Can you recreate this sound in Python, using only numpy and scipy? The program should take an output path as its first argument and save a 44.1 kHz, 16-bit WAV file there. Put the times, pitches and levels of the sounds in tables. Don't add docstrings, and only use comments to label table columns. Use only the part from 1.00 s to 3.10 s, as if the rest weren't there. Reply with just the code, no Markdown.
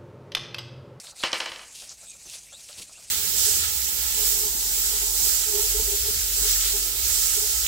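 import sys
import numpy as np
from scipy import signal
from scipy.fft import rfft, irfft
from scipy.io import wavfile
from scipy.ndimage import uniform_filter1d, map_coordinates

SR = 44100
rng = np.random.default_rng(int(sys.argv[2]) if len(sys.argv) > 2 else 0)


def log_audio(samples):
    frames = np.atleast_2d(samples).T
    limited = np.clip(frames, -1, 1)
    pcm = np.round(limited * 32767).astype(np.int16)
    wavfile.write(sys.argv[1], SR, pcm)


N = 92610


def undb(db):
    return 10 ** (np.asarray(db) / 20)


def unit(x):
    return x / np.sqrt(np.mean(x ** 2))


def noise():
    return rng.standard_normal(N)


def colour(x, points):
    hz, db = np.array(points, float).T
    f = np.maximum(np.fft.rfftfreq(N, 1 / SR), 1)
    return unit(irfft(rfft(x) * undb(np.interp(np.log(f), np.log(hz), db)), N))


def wander(rate_hz):
    step = max(int(SR / rate_hz), 1)
    return unit(uniform_filter1d(np.repeat(noise()[:N // step + 1], step), step)[:N])


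def swell(t, at, rise, fall):
    return np.exp(-.5 * ((t - at) / np.where(t < at, rise, fall)) ** 2)


def fade(t, t60):
    return np.exp(-np.log(1000) * t / t60)


def band(hz, width_hz):
    lowpass = signal.butter(2, min(width_hz / 2, SR / 4), fs=SR, output="sos")
    slow = signal.sosfilt(lowpass, noise() + 1j * noise())
    carrier = np.exp(2j * np.pi * np.cumsum(hz * np.ones(N)) / SR)
    return unit(np.real(slow * carrier))


# f/Hz, level/dB
ROOM_TONE_EQ = [(20, -16.5), (45, 1.5), (220, -10), (1500, -28.5), (16000, -40)]
# f/Hz, level/dB
RUMBLE_EQ = [(30, 6), (1400, -22.5), (3000, -53)]


def room_tone():
    return undb(-65) * colour(noise(), ROOM_TONE_EQ), undb(-70) * colour(noise(), RUMBLE_EQ)


# t/s, level/dB
SOFT_PATS = [(0.036, -52.5), (0.077, -52.5), (0.122, -55), (.2, -51.5), (0.817, -53), (0.908, -55),
             (1.029, -55.5), (1.146, -61), (1.524, -54), (1.693, -52), (1.894, -56), (1.978, -58.5)]
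# f/Hz, level/dB
PAT_EQ = [(380, -11), (560, 6.5), (1050, -4.5), (1350, 1.5), (2300, -18.5)]
# t/s, level/dB
HOUSING_BUMPS = [(1.257, -53), (1.789, -48.5)]
# f/Hz, level/dB
BUMP_EQ = [(130, -4), (600, -11), (2000, -24.5)]


def handling(t):
    pats = sum(undb(db) * swell(t, at + .0022, rise=.0022, fall=.018) for at, db in SOFT_PATS)
    bumps = sum(undb(db) * swell(t, at, rise=.0064, fall=.028) for at, db in HOUSING_BUMPS)
    return pats * colour(noise(), PAT_EQ) + bumps * colour(noise(), BUMP_EQ)


# f/Hz, level/dB
REVERB_EQ = [(60, -36), (250, -8), (550, -2), (1700, 0.5), (3000, 4.5), (3700, -2), (5000, 3.5), (7000, -7),
             (10000, -42)]


def room_tail(t):
    air = colour(noise(), REVERB_EQ)
    low = signal.sosfiltfilt(signal.butter(2, 2540, fs=SR, output="sos"), air)
    return undb(-27) * (low * fade(t, t60=.61) + (air - low) * fade(t, t60=.27))


# f/Hz, level/dB
BENCH_EQ = [(80, -9), (200, -18.5), (600, 0.5), (1500, 1.5), (10000, -28.5)]


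def bench_thud(t):
    return undb(-24.5) * colour(noise(), BENCH_EQ) * fade(t, t60=.094)


# f/Hz, level/dB
METAL_MODES = [(341, -42.5), (532, -40), (1034, -37.5), (1190, -39.5), (1233, -36.5), (1722, -38.5),
               (1997, -36.5), (2283, -33), (2750, -40), (2913, -38), (3021, -34), (3538, -39),
               (4028, -37.5)]


def metal_ring(t):
    partials = sum(undb(db) * np.sin(2 * np.pi * (hz * t + rng.random())) for hz, db in METAL_MODES)
    return partials * fade(t, t60=.27)


# f/Hz, level/dB
CONTACT_EQ = [(100, -18), (1200, -6), (2600, -4), (3050, 6), (3700, -9.5), (4100, -0.5), (5200, -14.5),
              (6500, -14.5), (16000, -46)]


def crack(t, at):
    shape = swell(t, at, rise=.0017, fall=.0017)
    return unit(shape * colour(noise(), CONTACT_EQ)) * np.sqrt(np.mean(shape ** 2))


def chatter(clicks_per_s):
    clicks = (rng.random(N) < clicks_per_s / SR) * np.sign(noise())
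    return colour(clicks, CONTACT_EQ)


# t/s, level/dB relative to the first
BOUNCES = [(0.2355, 0), (0.3297, -2), (0.4022, -6), (0.4585, -10), (0.517, -16), (0.559, -20),
           (.592, -23.5), (0.613, -27), (.631, -29)]


def rocking_object(t, attack_s=.0028):
    blows = np.zeros(N)
    for at, db in BOUNCES:
        blows[int(at * SR)] += undb(db)
    struck = lambda response: signal.fftconvolve(blows, response)[:N]
    follow = lambda shape: np.sqrt(np.abs(signal.fftconvolve(blows ** 2, shape ** 2)[:N]))
    ticks = undb(-21) * band(5100, width_hz=2000) * struck(swell(t, .00064, rise=.00032, fall=.00047))
    cracks = sum(undb(db - 16.5) * crack(t, at + attack_s) for at, db in BOUNCES)
    rattle = undb(-31.5) * chatter(clicks_per_s=670) * follow(swell(t, .021, rise=.0105, fall=.022))
    body = (room_tail(t) + bench_thud(t) + metal_ring(t)) * np.minimum(t / attack_s, 1)
    ping = undb(-46) * follow(fade(t, t60=.4)) * np.sin(2 * np.pi * 8500 * t)
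    return ticks + cracks + rattle + ping + struck(body)


def judder():
    return undb(1.11 * wander(rate_hz=113.2))


# middle t/s, length/s, start f/Hz, end f/Hz, level/dB, width/start pitch
GLIDES = [(0.083, 0.092, 3960, 4295, -48, 0.22), (0.218, 0.09, 4150, 4210, -44.5, 0.26),
          (0.914, 0.054, 5510, 6270, -42.5, 0.51), (1.089, 0.061, 3640, 3710, -55, 0.13),
          (1.118, 0.072, 2520, 2360, -56.5, 0.061), (1.093, 0.05, 8180, 8330, -44, 0.051),
          (1.106, 0.04, 6580, 6380, -48, 0.051), (1.265, 0.029, 6280, 6080, -46.5, 0.055),
          (1.489, 0.06, 2000, 2650, -60, 0.22), (1.554, 0.048, 3336, 4170, -47, 0.075),
          (1.606, 0.039, 5980, 6380, -52, .15), (1.384, .023, 5800, 7170, -44, 0.4),
          (1.955, 0.027, 2490, 2770, -52.5, 0.039)]


def singing(t):
    out = np.zeros(N)
    for at, length, start_hz, end_hz, db, width in GLIDES:
        hz = np.interp(t, [at - length / 2, at + length / 2], [start_hz, end_hz])
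        voice = unit(band(hz, width * start_hz) * judder())
        out += undb(db) * swell(t, at, length / 3, length / 3) * voice
    return out


# t/s, f/Hz, level/dB
SNAGS = [(0.071, 3994, -33), (0.2309, 3074, -22.5), (0.319, 4900, -28), (0.894, 6630, -35),
         (1.099, 7000, -38), (1.106, 8030, -38.5), (1.1195, 6450, -40), (1.299, 7500, -36.5),
         (1.73, 4650, -39), (1.69, 2890, -41.5), (1.825, 2810, -41)]


def catching(t):
    return sum(undb(db) * swell(t, at, .001, .001) * band(hz, .34 * hz) for at, hz, db in SNAGS)


def grit(spread_db, grains_per_s=11000):
    hits = rng.random(N) < grains_per_s / SR
    size = undb(spread_db * np.minimum(rng.exponential(size=N), 6))
    return hits * size * np.sign(noise()) * judder()


def rasp(x, depth_db=2):
    spectrum, out = rfft(x), 0
    hz = np.maximum(np.fft.rfftfreq(N, 1 / SR), 1)
    place = np.clip(5 * np.log2(hz / 6360), -7, 4)
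    for k in range(-7, 5):
        strip = irfft(spectrum * np.maximum(1 - abs(place - k), 0), N)
        out += strip * undb(depth_db * wander(rate_hz=39))
    return unit(out)


# middle t/s, length/s, start spacing/Hz, end spacing/Hz
COMB_SWEEPS = [(1.1, 0.055, 3820, 3670), (1.528, 0.066, 2880, 4040), (1.984, 0.032, 3540, 3980)]


def hollow(x, t):
    for at, length, start_hz, end_hz in COMB_SWEEPS:
        hz = np.interp(t, [at - length / 2, at + length / 2], [start_hz, end_hz])
        wet = .49 * swell(t, at, length / 2, length / 2)
        echo = map_coordinates(x, [(t - 1 / hz) * SR], mode="mirror")
        x = (x + wet * echo) / np.sqrt(1 + wet ** 2)
    return x


# t/s, level/dB
HISS_RIDE = [(0, -37), (.03, -47.5), (.06, -44.5), (.115, -46.5), (.14, -66), (.16, -47), (.22, -40.5),
             (.305, -50), (.34, -44.5), (.39, -43.5), (.48, -50.5), (.88, -47), (.97, -51.5), (1.04, -48),
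             (1.07, -50), (1.22, -48.5), (1.33, -44.5), (1.45, -49), (1.61, -45.5), (1.66, -48.5),
             (1.78, -43.5), (1.88, -48), (1.98, -48), (2.03, -45.5), (2.1, -47)]
# f/Hz, level/dB
HISS_EQ = [(100, -39), (600, -9), (1100, -16), (1900, -11), (2600, -3.5), (3100, -9), (5200, -2),
           (8200, 1.5), (10000, -4.5), (16000, -23.5)]
# peak t/s, rise/s, fall/s, level/dB
BITES = [(0.755, 0.0082, 0.023, -44.5), (.81, 0.038, 0.041, -43), (1.312, 0.031, .048, -43.5),
         (1.342, 0.012, 0.013, -40.5), (1.735, 0.067, 0.017, -47), (1.792, 0.0099, 0.011, -39.5),
         (1.823, .008, 0.012, -40)]
# f/Hz, level/dB
BITE_EQ = [(100, -56), (1600, -27), (2600, 0), (4200, 2.5), (10000, -0.5), (16000, -21.5)]


def sanding(t):
    slide = rasp(colour(grit(spread_db=2), HISS_EQ))
    hiss = hollow(slide, t) * undb(np.interp(t, *np.array(HISS_RIDE).T))
    effort = np.sqrt(sum((undb(db) * swell(t, at, rise, fall)) ** 2 for at, rise, fall, db in BITES))
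    return hiss + effort * colour(grit(spread_db=3), BITE_EQ)


def scene():
    t = np.arange(N) / SR
    work = sanding(t) + singing(t) + catching(t) + handling(t) + rocking_object(t)
    bed, side = room_tone()
    mid = bed + work
    return np.array([mid + side, mid - side])


def record(dry):
    ceiling, top_hz = .36, 15800
    rounded = ceiling * np.tanh(dry / ceiling)
    return signal.sosfilt(signal.ellip(10, .2, 80, top_hz, fs=SR, output="sos"), rounded)


dry = scene()
out = record(dry)
log_audio(out)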